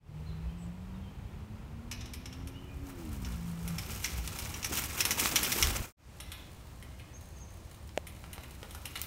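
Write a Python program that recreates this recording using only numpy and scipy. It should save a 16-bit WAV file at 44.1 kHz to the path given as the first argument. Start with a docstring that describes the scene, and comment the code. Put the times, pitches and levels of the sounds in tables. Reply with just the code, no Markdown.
"""Mountain bike on a leafy trail

A bike rolls through the woods and passes close by, then after a short fade approaches again from far off.
Tyres sound by brittle fracture of leaves and twigs, the slapping chain by modal resonance, the freewheel
by periodic impacts; tree trunks scatter the sound. A distant engine (harmonic synthesis) revs up and
drops back, small birds whistle (frequency modulation), and the microphone gets one knock (modal decay).
"""
import sys
import numpy as np
from scipy import signal
from scipy.fft import rfft, irfft
from scipy.io import wavfile

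SR = 44100
rng = np.random.default_rng(int(sys.argv[2]) if len(sys.argv) > 2 else 0)


def wav_out(sig):
    """Save sig, one row per channel (or a flat mono array), as 16-bit PCM at SR to the path in sys.argv[1]."""
    wavfile.write(sys.argv[1], SR, np.round(np.clip(np.atleast_2d(sig).T, -1, 1) * 32767).astype(np.int16))


N = 399546
TIME = np.arange(N) / SR
SECOND_RIDE_S = 5.94   # the second ride's settings hold from here
CUTOFF_HZ, FADE_OUT_S = 15750, 0.16

# the two stretches of sound: (start [s], end [s], fade-in [s])
STRETCHES = [(-.005, 5.925, 0.2), (5.968, 9.3, 0.19)]
# straight rides past the microphone: (nearest at [s], speed [m/s], nearest distance [m])
PASSES = [(5.42, 3.84, 1.3), (11.2, 4.95, 1.5)]

# background spectrum of the woods at each of two spots: (frequency [Hz], relative level [dB])
AIR_FIRST = [(15, -63), (25, -10.5), (55, -1.5), (76, 1.5), (157, -10), (212, -15), (256, -20.5),
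             (427, -23.5), (591, -27), (962, -27), (1520, -35), (2550, -35), (3920, -41.5), (5880, -45.5),
             (16000, -52.5)]
AIR_SECOND = [(15, -17), (25, -19.5), (64, -1), (212, -17), (270, -21.5), (301, -20), (451, -27),
              (516, -24.5), (1070, -30), (1230, -32), (1400, -38), (1700, -33.5), (4140, -39.5),
              (8360, -42), (16000, -50)]
AIR_FIRST_DB, AIR_SECOND_DB = -44, -48
# gusts of the rider's wake on the microphone: (middle [s], length [s], level [dB])
GUSTS = [(5.69, 0.27, -32.5), (5.809, 0.047, -26)]

# spectrum of cracking leaves and grit: (frequency [Hz], relative level [dB])
LEAVES = [(120, -13.5), (200, 4.5), (300, -1.5), (480, -5.5), (800, -6), (1300, -4.5), (1800, -6.5),
          (2450, -0.5), (3100, -5.5), (4400, -9), (5400, -5.5), (8400, -5.5), (12500, -5), (16000, -6.5)]
# how thickly leaves and grit cover the trail: (time [s], level [dB])
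COVER = [(1.7, -22), (2.6, -15), (3.0, -3), (3.62, -5.5), (3.9, 2), (4.35, 0.5), (4.6, -3.5), (4.8, 3.5),
         (4.93, -0.5), (5.25, -0.5), (5.6, 1), (5.95, -4), (6.0, -3), (7.9, -22.5), (8.3, -9.5),
         (9.06, -1.5)]
# drifts of leaves that the wheels plough through: (middle [s], length [s], extra level [dB])
LEAF_DRIFTS = [(3.928, .1, 4.5), (4.051, 0.1, 10.5), (4.433, 0.076, 5), (4.765, .1, 4.5), (4.99, .08, 7),
               (5.26, 0.23, 6.5), (5.519, .08, 5.5), (8.713, .12, 6)]
DIRT_DB, CRUNCH_DB, CRACKLE_DB = -37.5, -35, -36.5   # at 1 m on 0 dB of cover

# distant engine: (time [s], strongest line [Hz], its level [dB], reference level of other orders [dB])
ENGINE = [(.1, 151, -44, -76), (.3, 156.6, -44, -75), (.95, 188.7, -44.5, -71), (1.2, 198, -55.5, -68),
          (1.75, 227, -48, -63), (2.1, 246.2, -50.5, -63), (2.62, 273, -58, -57.5),
          (2.87, 280.2, -46.5, -61), (3.0, 255.6, -46.5, -48.5), (3.17, 202.4, -45.5, -50),
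          (3.35, 170, -38.5, -52.5), (3.72, 166.5, -32, -60.5), (3.86, 166, -51.5, -58),
          (4.32, 163, -48, -65)]
# swells of the exhaust's boom: (middle [s], length [s], level [dB])
BOOMS = [(.38, .7, -41.5), (3.3, 0.55, -41), (4.213, 0.48, -40.5)]
# bird notes: (time [s], length [s], start [Hz], middle [Hz], end [Hz], level [dB])
BIRDS = [(0.256, 0.063, 4020, 4080, 2900, -61.5), (0.323, 0.042, 4250, 4070, 3280, -73),
         (0.388, .09, 2800, 2570, 2750, -70), (0.47, 0.055, 2870, 3100, 3140, -65.5),
         (0.56, .13, 8200, 7900, 8400, -62), (0.578, 0.13, 7700, 7150, 7350, -70),
         (0.931, 0.041, 3770, 3670, 3660, -69), (1.0, 0.115, 3600, 3120, 3180, -68),
         (2.527, 0.085, 2610, 2985, 2980, -58), (2.65, 0.08, 2670, 2460, 2396, -62),
         (7.129, .06, 5800, 6520, 6100, -51.5), (7.36, 0.03, 6700, 6400, 5950, -56),
         (7.394, 0.057, 6000, 6470, 5700, -52.5)]

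# chain slaps: (time [s], level [dB], top jingle relative to it [dB], clack pitch [Hz])
SLAPS = [(1.9127, -44, -1.5, 2550), (2.0078, -52.5, -8, 3380), (2.057, -55.5, -2, 2920),
         (2.1353, -49.5, 4, 2415), (2.2567, -49.5, -4, 2420), (2.3266, -55, -4, 2970),
         (2.4728, -55.5, 5, 2470), (3.2474, -51, -8, 2420), (3.6772, -48.5, 7, 2270),
         (3.7822, -42, -1, 2070), (4.0432, -36.5, -14, 2072), (4.3867, -46, 3, 2670),
         (4.54, -45, -12, 2440), (4.6288, -44.5, -6, 2450), (4.645, -37, -1, 2040),
         (4.7743, -43, -13, 2300), (4.8376, -45.5, 6, 2340), (5.0046, -30, -3, 2490),
         (5.052, -33.5, 3, 2640), (5.1079, -32.5, 0, 2100), (5.1959, -36.5, 2.5, 2600),
         (5.3576, -27, -2, 2940), (5.4314, -39, 7, 2450), (5.4448, -37.5, -1, 2980), (5.5189, -34, 0, 2350),
         (5.6254, -27, -4.5, 2960), (6.2015, -47.5, 4, 3560), (6.3181, -45, 2, 3500),
         (6.825, -53.5, 0, 2070), (6.9969, -54, -6, 2500), (8.0688, -50, 4.5, 2200), (8.3303, -51, 8, 2090),
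         (8.4339, -53, -0.5, 2480), (8.708, -56, 7, 3220), (8.747, -61, 14, 2150), (8.855, -43, 3.5, 2460),
         (8.9556, -39, -5, 3600)]
# modes of frame, chain and sprockets: (frequency [Hz], width before damping [Hz], level [dB])
BIKE = [(1255, 14, -6.5), (1700, 68, -10.5), (2150, 65, 8.5), (2490, 110, 5), (2940, 150, 4.5),
        (3390, 84, 1.5), (3890, 100, -1.5), (4270, 58, -10), (5110, 58, -4), (5430, 140, 7.5),
        (5480, 92, 4), (5840, 150, -0.5), (7400, 79, -14), (8400, 410, -2.5), (9700, 320, -12.5),
        (10210, 240, 2.5), (10670, 1000, 0), (12500, 240, -11)]
# spectrum of the bare link contacts: (frequency [Hz], relative level [dB])
RATTLE = [(700, 3), (2300, -0.5), (4700, -7.5), (5800, 1.5), (7800, -7), (10000, 4), (10500, -20),
          (11100, -2), (13000, 2.5), (16000, -12)]
# decay time of a slap's rattle: (first ride [s], second ride [s])
RATTLE_S = [.012, 0.01]
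# ring of the sprockets relative to a slap: (first ride [dB], second ride [dB])
SPROCKET_DB = [3.5, -11.5]

# coasting without pedalling: (from [s], until [s], pawl clicks [1/s], level at 1 m [dB])
COASTS = [(2.916, 5.903, 48, -45.5), (6.106, 9.068, 68, -43)]
# spectrum of the pawl ticks: (frequency [Hz], relative level [dB])
PAWL = [(1500, -18), (2800, -2), (3400, -7), (4200, 0), (5000, -8), (7000, -1), (7900, -4), (8600, 0),
        (9700, 1), (10800, -6), (12500, -6), (14000, -7), (15100, -3), (16000, -7)]
# twigs and grit snapping under the tyres: (time [s], peak level [dB], dull above [Hz])
SNAPS = [(4.2763, -21.5, 7000), (4.388, -38, 9240), (5.258, -13, 3530), (5.671, -18, 8000),
         (7.892, -41.5, 3000), (8.2405, -34.5, 2480), (8.36, -40, 2970), (8.3803, -30, 1260),
         (8.63, -31, 1460), (8.749, -33, 2480), (8.974, -27, 7000), (9.0156, -16.5, 20500)]
# a tyre bumps over a root: (time [s], frequency [Hz], peak level [dB])
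ROOTS = [(4.712, 362, -31), (5.34, 296, -28)]
# modes of the knock on the microphone: (frequency [Hz], level [dB], t60 [s])
KNOCK = [(110, -37, 0.013), (600, -15.5, 0.015), (925, -26, 0.0057), (1520, -21.5, 0.003),
         (2750, -16, 0.0023), (4520, -26, 0.0019), (7000, -22, 0.0012)]
KNOCK_S = 7.9759


def from_db(db):
    """Logarithmic level: 20 dB is a factor of ten in amplitude."""
    return 10 ** (np.asarray(db) / 20)


def rms_one(x):
    """Normalization: scale to unit root mean square."""
    return x / np.sqrt(np.mean(x ** 2) + 1e-20)


def by_ride(first, second):
    """Piecewise selection: one value for each ride."""
    return np.where(TIME < SECOND_RIDE_S, first, second)


def in_time(rows):
    """Linear interpolation: each column of a curve at every sample."""
    s, *columns = np.transpose(rows)
    return [np.interp(TIME, s, column) for column in columns]


def during(rows, edge_s):
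    """Trapezoidal gate: 1 while a curve lasts, sloping to 0 outside."""
    start, end = rows[0][0], rows[-1][0]
    return np.interp(TIME, [start - edge_s, start, end, end + edge_s], [0, 1, 1, 0])


def swell(middle_s, length_s):
    """Raised-cosine envelope: a smooth rise to 1 and back."""
    phase = np.clip((TIME - middle_s) / length_s, -.5, .5)
    return np.cos(np.pi * phase) ** 2


def add(out, s, sound):
    """Superposition: mix a sound in at time s."""
    at = int(s * SR)
    out[at:at + len(sound)] += sound[:max(N - at, 0)]


def drift(rate_hz):
    """Low-pass noise: slow random wandering with rms 1."""
    step = 40   # samples between computed points
    r = np.exp(-2 * np.pi * rate_hz * step / SR)
    noise = rng.standard_normal(N // step + 2002)
    slow = signal.lfilter([1], [1, -2 * r, r * r], noise)[2000:]   # past the settling
    return np.interp(np.arange(N) / step, np.arange(len(slow)), rms_one(slow))


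def band(x, low_hz, high_hz, order=2):
    """Causal band-pass filtering."""
    edges = [low_hz, min(high_hz, .47 * SR)]
    sos = signal.butter(order, edges, "band", fs=SR, output="sos")
    return signal.sosfilt(sos, x + 1e-18)


def coloured(x, spectrum, size=8192):
    """Minimum-phase filtering: a folded cepstrum gives a causal filter with the given spectrum."""
    hz, db = np.transpose(spectrum)
    grid = np.maximum(np.arange(size // 2 + 1) * SR / size, 1)
    gain = from_db(np.interp(np.log(grid), np.log(hz), db))
    cepstrum = irfft(np.log(gain))[:size // 2]
    cepstrum[1:] *= 2
    impulse_response = irfft(np.exp(rfft(cepstrum, size)))
    return signal.fftconvolve(x, impulse_response)[:len(x)]


def ring(clicks, hz, t60):
    """Damped free oscillation: a unit click starts a decaying sine of height 1."""
    r, w = from_db(-60 / (t60 * SR)), 2 * np.pi * hz / SR
    return signal.lfilter([0, np.sin(w)], [1, -2 * r * np.cos(w), r * r], clicks + 1e-18)


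def resonance(x, hz, width_hz):
    """Driven resonance: a two-pole resonator with about unit gain at its peak."""
    r = np.exp(-np.pi * width_hz / SR)
    zeros = np.array([1, 0, -1]) * (1 - r * r) / 2
    poles = [1, -2 * r * np.cos(2 * np.pi * hz / SR), r * r]
    return signal.lfilter(zeros, poles, x + 1e-18)


def grains(per_s, spread_db, size):
    """Random impulse process: many small clicks and a few large."""
    height = from_db(spread_db * np.minimum(rng.exponential(1, size), 4))
    return (rng.random(size) < per_s / SR) * height * rng.choice([-1, 1], size)


def distance():
    """Straight-line kinematics: metres from a bike passing at a steady speed."""
    first, second = [np.hypot(nearest_m, speed * (TIME - s)) for s, speed, nearest_m in PASSES]
    return by_ride(first, second)


def air(swell_db=0.4):
    """Filtered noise: far traffic rumble and faint hiss, plus the rider's wake buffeting the microphone."""
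    first = from_db(AIR_FIRST_DB) * rms_one(coloured(rng.standard_normal(N), AIR_FIRST))
    second = from_db(AIR_SECOND_DB) * rms_one(coloured(rng.standard_normal(N), AIR_SECOND))
    gusts = sum(from_db(db) * swell(s, length) for s, length, db in GUSTS)
    wake = gusts * rms_one(band(rng.standard_normal(N), 34, 88))
    return by_ride(first, second) * from_db(swell_db * drift(8.8)) + wake


def leaf_cracks(per_s=400, spread_db=4.0, flicker_db=1.5, width_share=0.25, count=20):
    """Brittle fracture: flakes of every size ring for a few cycles, in an ever-changing mix of sizes."""
    cracks = np.zeros(N)
    for hz in np.geomspace(250, 15500, count):
        clicks = grains(per_s, spread_db, N) * from_db(flicker_db * drift(23))
        cracks += resonance(clicks, hz, width_share * hz)
    return cracks


def tyres(grit_per_s=7000, grit_spread_db=2.5, grit_db=-2.0, clump_db=2.5, patchy_db=1.0,
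          dirt_follows=0.21, falloff=1.098):
    """Granular crushing over duller knobs on dirt; soft ground makes it fall faster than 1/distance."""
    grit = from_db(grit_db) * rms_one(grains(grit_per_s, grit_spread_db, N))
    cracks = rms_one(leaf_cracks()) + grit
    cracks = coloured(cracks * from_db(clump_db * drift(25)), LEAVES)
    leaves_db = in_time(COVER)[0] + patchy_db * drift(12)
    leaves_db += sum(db * swell(s, length) for s, length, db in LEAF_DRIFTS)
    dirt = from_db(DIRT_DB + dirt_follows * leaves_db) * rms_one(band(cracks, 150, 1650, order=3))
    crunch = from_db(CRUNCH_DB + leaves_db) * rms_one(band(cracks, 1650, 7500, order=3))
    crackle = from_db(CRACKLE_DB + leaves_db) * rms_one(band(cracks, 7500, 17500, order=3))
    return (dirt + crunch + crackle) / distance() ** falloff


def engine(wander=0.0078, flutter_db=3.0, second_db=-0.5, sixth_db=-15.0, boom_hz=60, boom_width_hz=9):
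    """Harmonic synthesis: low orders flutter on their way through the trees, over the exhaust's boom."""
    hz, main_db, other_db = in_time(ENGINE)
    cycle_hz = hz / 3 * (1 + wander * drift(12))   # the strongest line is the third order
    cycle = 2 * np.pi * np.cumsum(cycle_hz) / SR
    orders = [(2, other_db + second_db), (3, main_db), (4, other_db), (6, other_db + sixth_db)]
    drone = sum(from_db(db + flutter_db * drift(3.35)) * np.sin(k * cycle) for k, db in orders)
    boom = resonance(rng.standard_normal(N), boom_hz, boom_width_hz)
    boom = rms_one(resonance(boom, boom_hz, boom_width_hz))
    boom_swells = sum(from_db(db) * swell(s, length) for s, length, db in BOOMS)
    return during(ENGINE, 0.074) * drone + boom_swells * boom


def birds():
    """Frequency modulation: thin whistles bend through three pitches."""
    out, wobble = np.zeros(N), 1 + .012 * drift(90)
    for s, length, start_hz, middle_hz, end_hz, db in BIRDS:
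        u = np.linspace(0, 1, int(length * SR))
        bend = np.polyfit([0, .5, 1], [start_hz, middle_hz, end_hz], 2)
        hz = np.polyval(bend, u) * wobble[int(s * SR):][:len(u)]
        whistle = np.sin(2 * np.pi * np.cumsum(hz) / SR)
        add(out, s, from_db(db) * np.sin(np.pi * u) * whistle)
    return out


def woods(x, low_t60=0.71, high_t60=0.38, high_db=0.5, build_s=0.00047, size=40000):
    """Multiple scattering: many faint echoes off the trunks, of which the treble dies first."""
    t = np.arange(size) / SR
    echoes = grains(5000, 4.2, size) * (1 - np.exp(-t / build_s))
    low = band(echoes, 150, 7000) * from_db(-60 * t / low_t60)
    high = band(echoes, 7000, 17000) * from_db(high_db - 60 * t / high_t60)
    tail = low + high
    return signal.fftconvolve(x, tail / np.sqrt(np.sum(tail ** 2)))[:N]


def chain(links_per_s=8000, link_spread_db=3.5, first_hit=1.0, dry_db=-0.5, clack_db=5.5,
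          clack_width_hz=600, vary_db=2.0, damping_hz=90, detune=0.027, size=9000):
    """Modal excitation: dying bursts of link contacts ring modes damped and detuned by the swinging chain."""
    out, t = np.zeros(N), np.arange(size) / SR
    for s, db, jingle_db, clack_hz in SLAPS:
        ride = int(s > SECOND_RIDE_S)
        contacts = grains(links_per_s, link_spread_db, size) * np.exp(-t / RATTLE_S[ride])
        contacts[0] += first_hit
        clack = resonance(contacts, clack_hz, clack_width_hz)   # depends on where the chain lands
        slap = from_db(clack_db) * clack + from_db(dry_db) * coloured(contacts, RATTLE)
        for hz, width_hz, mode_db in BIKE:
            pitch_hz = hz * (1 + detune * rng.standard_normal())
            strength = from_db(mode_db + rng.normal(0, vary_db))
            slap += strength * resonance(contacts, pitch_hz, width_hz + damping_hz)
        parts = [(850, 4500, 0), (4500, 7500, SPROCKET_DB[ride]), (7500, 16500, jingle_db)]
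        for low_hz, high_hz, part_db in parts:
            part = band(slap, low_hz, high_hz, order=3)
            onset_level = np.std(part[t < .015])
            add(out, s, from_db(db + part_db) * part / onset_level)
    return out


def through_air(x, metres, reach_m=10.0, dull_hz=11500):
    """Atmospheric absorption: distance takes off the top of the treble."""
    dull = signal.sosfiltfilt(signal.butter(2, dull_hz, fs=SR, output="sos"), x)
    return dull + (x - dull) * np.exp(-metres / reach_m)


def freewheel(tick_s=0.0069, uneven_db=7.0, speed_wander=0.091, ease_s=0.12):
    """Periodic impacts: pawls drop over ratchet teeth at a wandering rate while the rider coasts."""
    per_s = by_ride(COASTS[0][2], COASTS[1][2]) * (1 + speed_wander * drift(1.5))
    drops = np.diff(np.floor(np.cumsum(per_s) / SR), prepend=0)   # 1 at each tooth
    drops = drops * from_db(uneven_db * drift(30))
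    decay = np.exp(-1 / (tick_s * SR))
    ticks = signal.lfilter([1], [1, -decay], drops + 1e-18) * rng.standard_normal(N)
    first, second = [from_db(db) * during([[start], [end]], ease_s) for start, end, _, db in COASTS]
    return by_ride(first, second) / distance() * rms_one(coloured(ticks, PAWL))


def twigs(crack_s=0.001, splinter_s=0.016, splinter_db=-15.5, size=2000):
    """Fracture transient: a sharp crack with weaker, longer splintering."""
    out, t = np.zeros(N), np.arange(size) / SR
    for s, db, dull_hz in SNAPS:
        envelope = np.exp(-t / crack_s) + from_db(splinter_db) * np.exp(-t / splinter_s)
        fracture = rng.standard_normal(size) * envelope
        snap = band(fracture, dull_hz / 5, dull_hz, order=1)
        add(out, s, from_db(db) * snap / np.abs(snap).max())
    return out


def click_at(s):
    """Unit impulse: one sample of height 1 at time s."""
    return 1.0 * (np.arange(N) == int(s * SR))


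def roots(t60=0.029):
    """Impulse response: each root gives the tyre one short hollow bump."""
    return sum(from_db(db) * ring(click_at(s), hz, t60) for s, hz, db in ROOTS)


def knock():
    """Modal decay: a tap on the microphone rings several short modes, of alternating sign."""
    tap = click_at(KNOCK_S)
    return sum((-1) ** k * from_db(db) * ring(tap, hz, t60) for k, (hz, db, t60) in enumerate(KNOCK))


def fades():
    """Linear envelope: each stretch fades in and out along straight ramps."""
    gain = np.zeros(N)
    for start, end, rise_s in STRETCHES:
        gain += np.clip(np.minimum((TIME - start) / rise_s, (end - TIME) / FADE_OUT_S), 0, 1)
    return gain


def scene(echo_db_at_10_m=-7.0, echo_growth=0.47, bird_echo_db=0.0):
    """Direct and scattered sound: with distance the chain dulls and the bike's share of echo grows."""
    metres = distance()
    bike = tyres() + through_air(chain(), metres) + twigs() + roots() + freewheel()
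    song = birds()
    bike_echo_gain = from_db(echo_db_at_10_m) * (metres / 10) ** echo_growth
    echoes = woods(bike_echo_gain * bike + from_db(bird_echo_db) * song)
    return (bike + song + echoes + engine() + air() + knock())[None]


def record(dry, notch_hz=10550, notch_width_hz=600, notch_depth=0.52):
    """Linear filtering: the microphone has a narrow treble dip; then come the fades and a steep top cut."""
    heard = dry - notch_depth * resonance(dry, notch_hz, notch_width_hz)
    top_cut = signal.ellip(14, .1, 80, CUTOFF_HZ, fs=SR, output="sos")
    return signal.sosfilt(top_cut, heard * fades())


dry = scene()
out = record(dry)
wav_out(out)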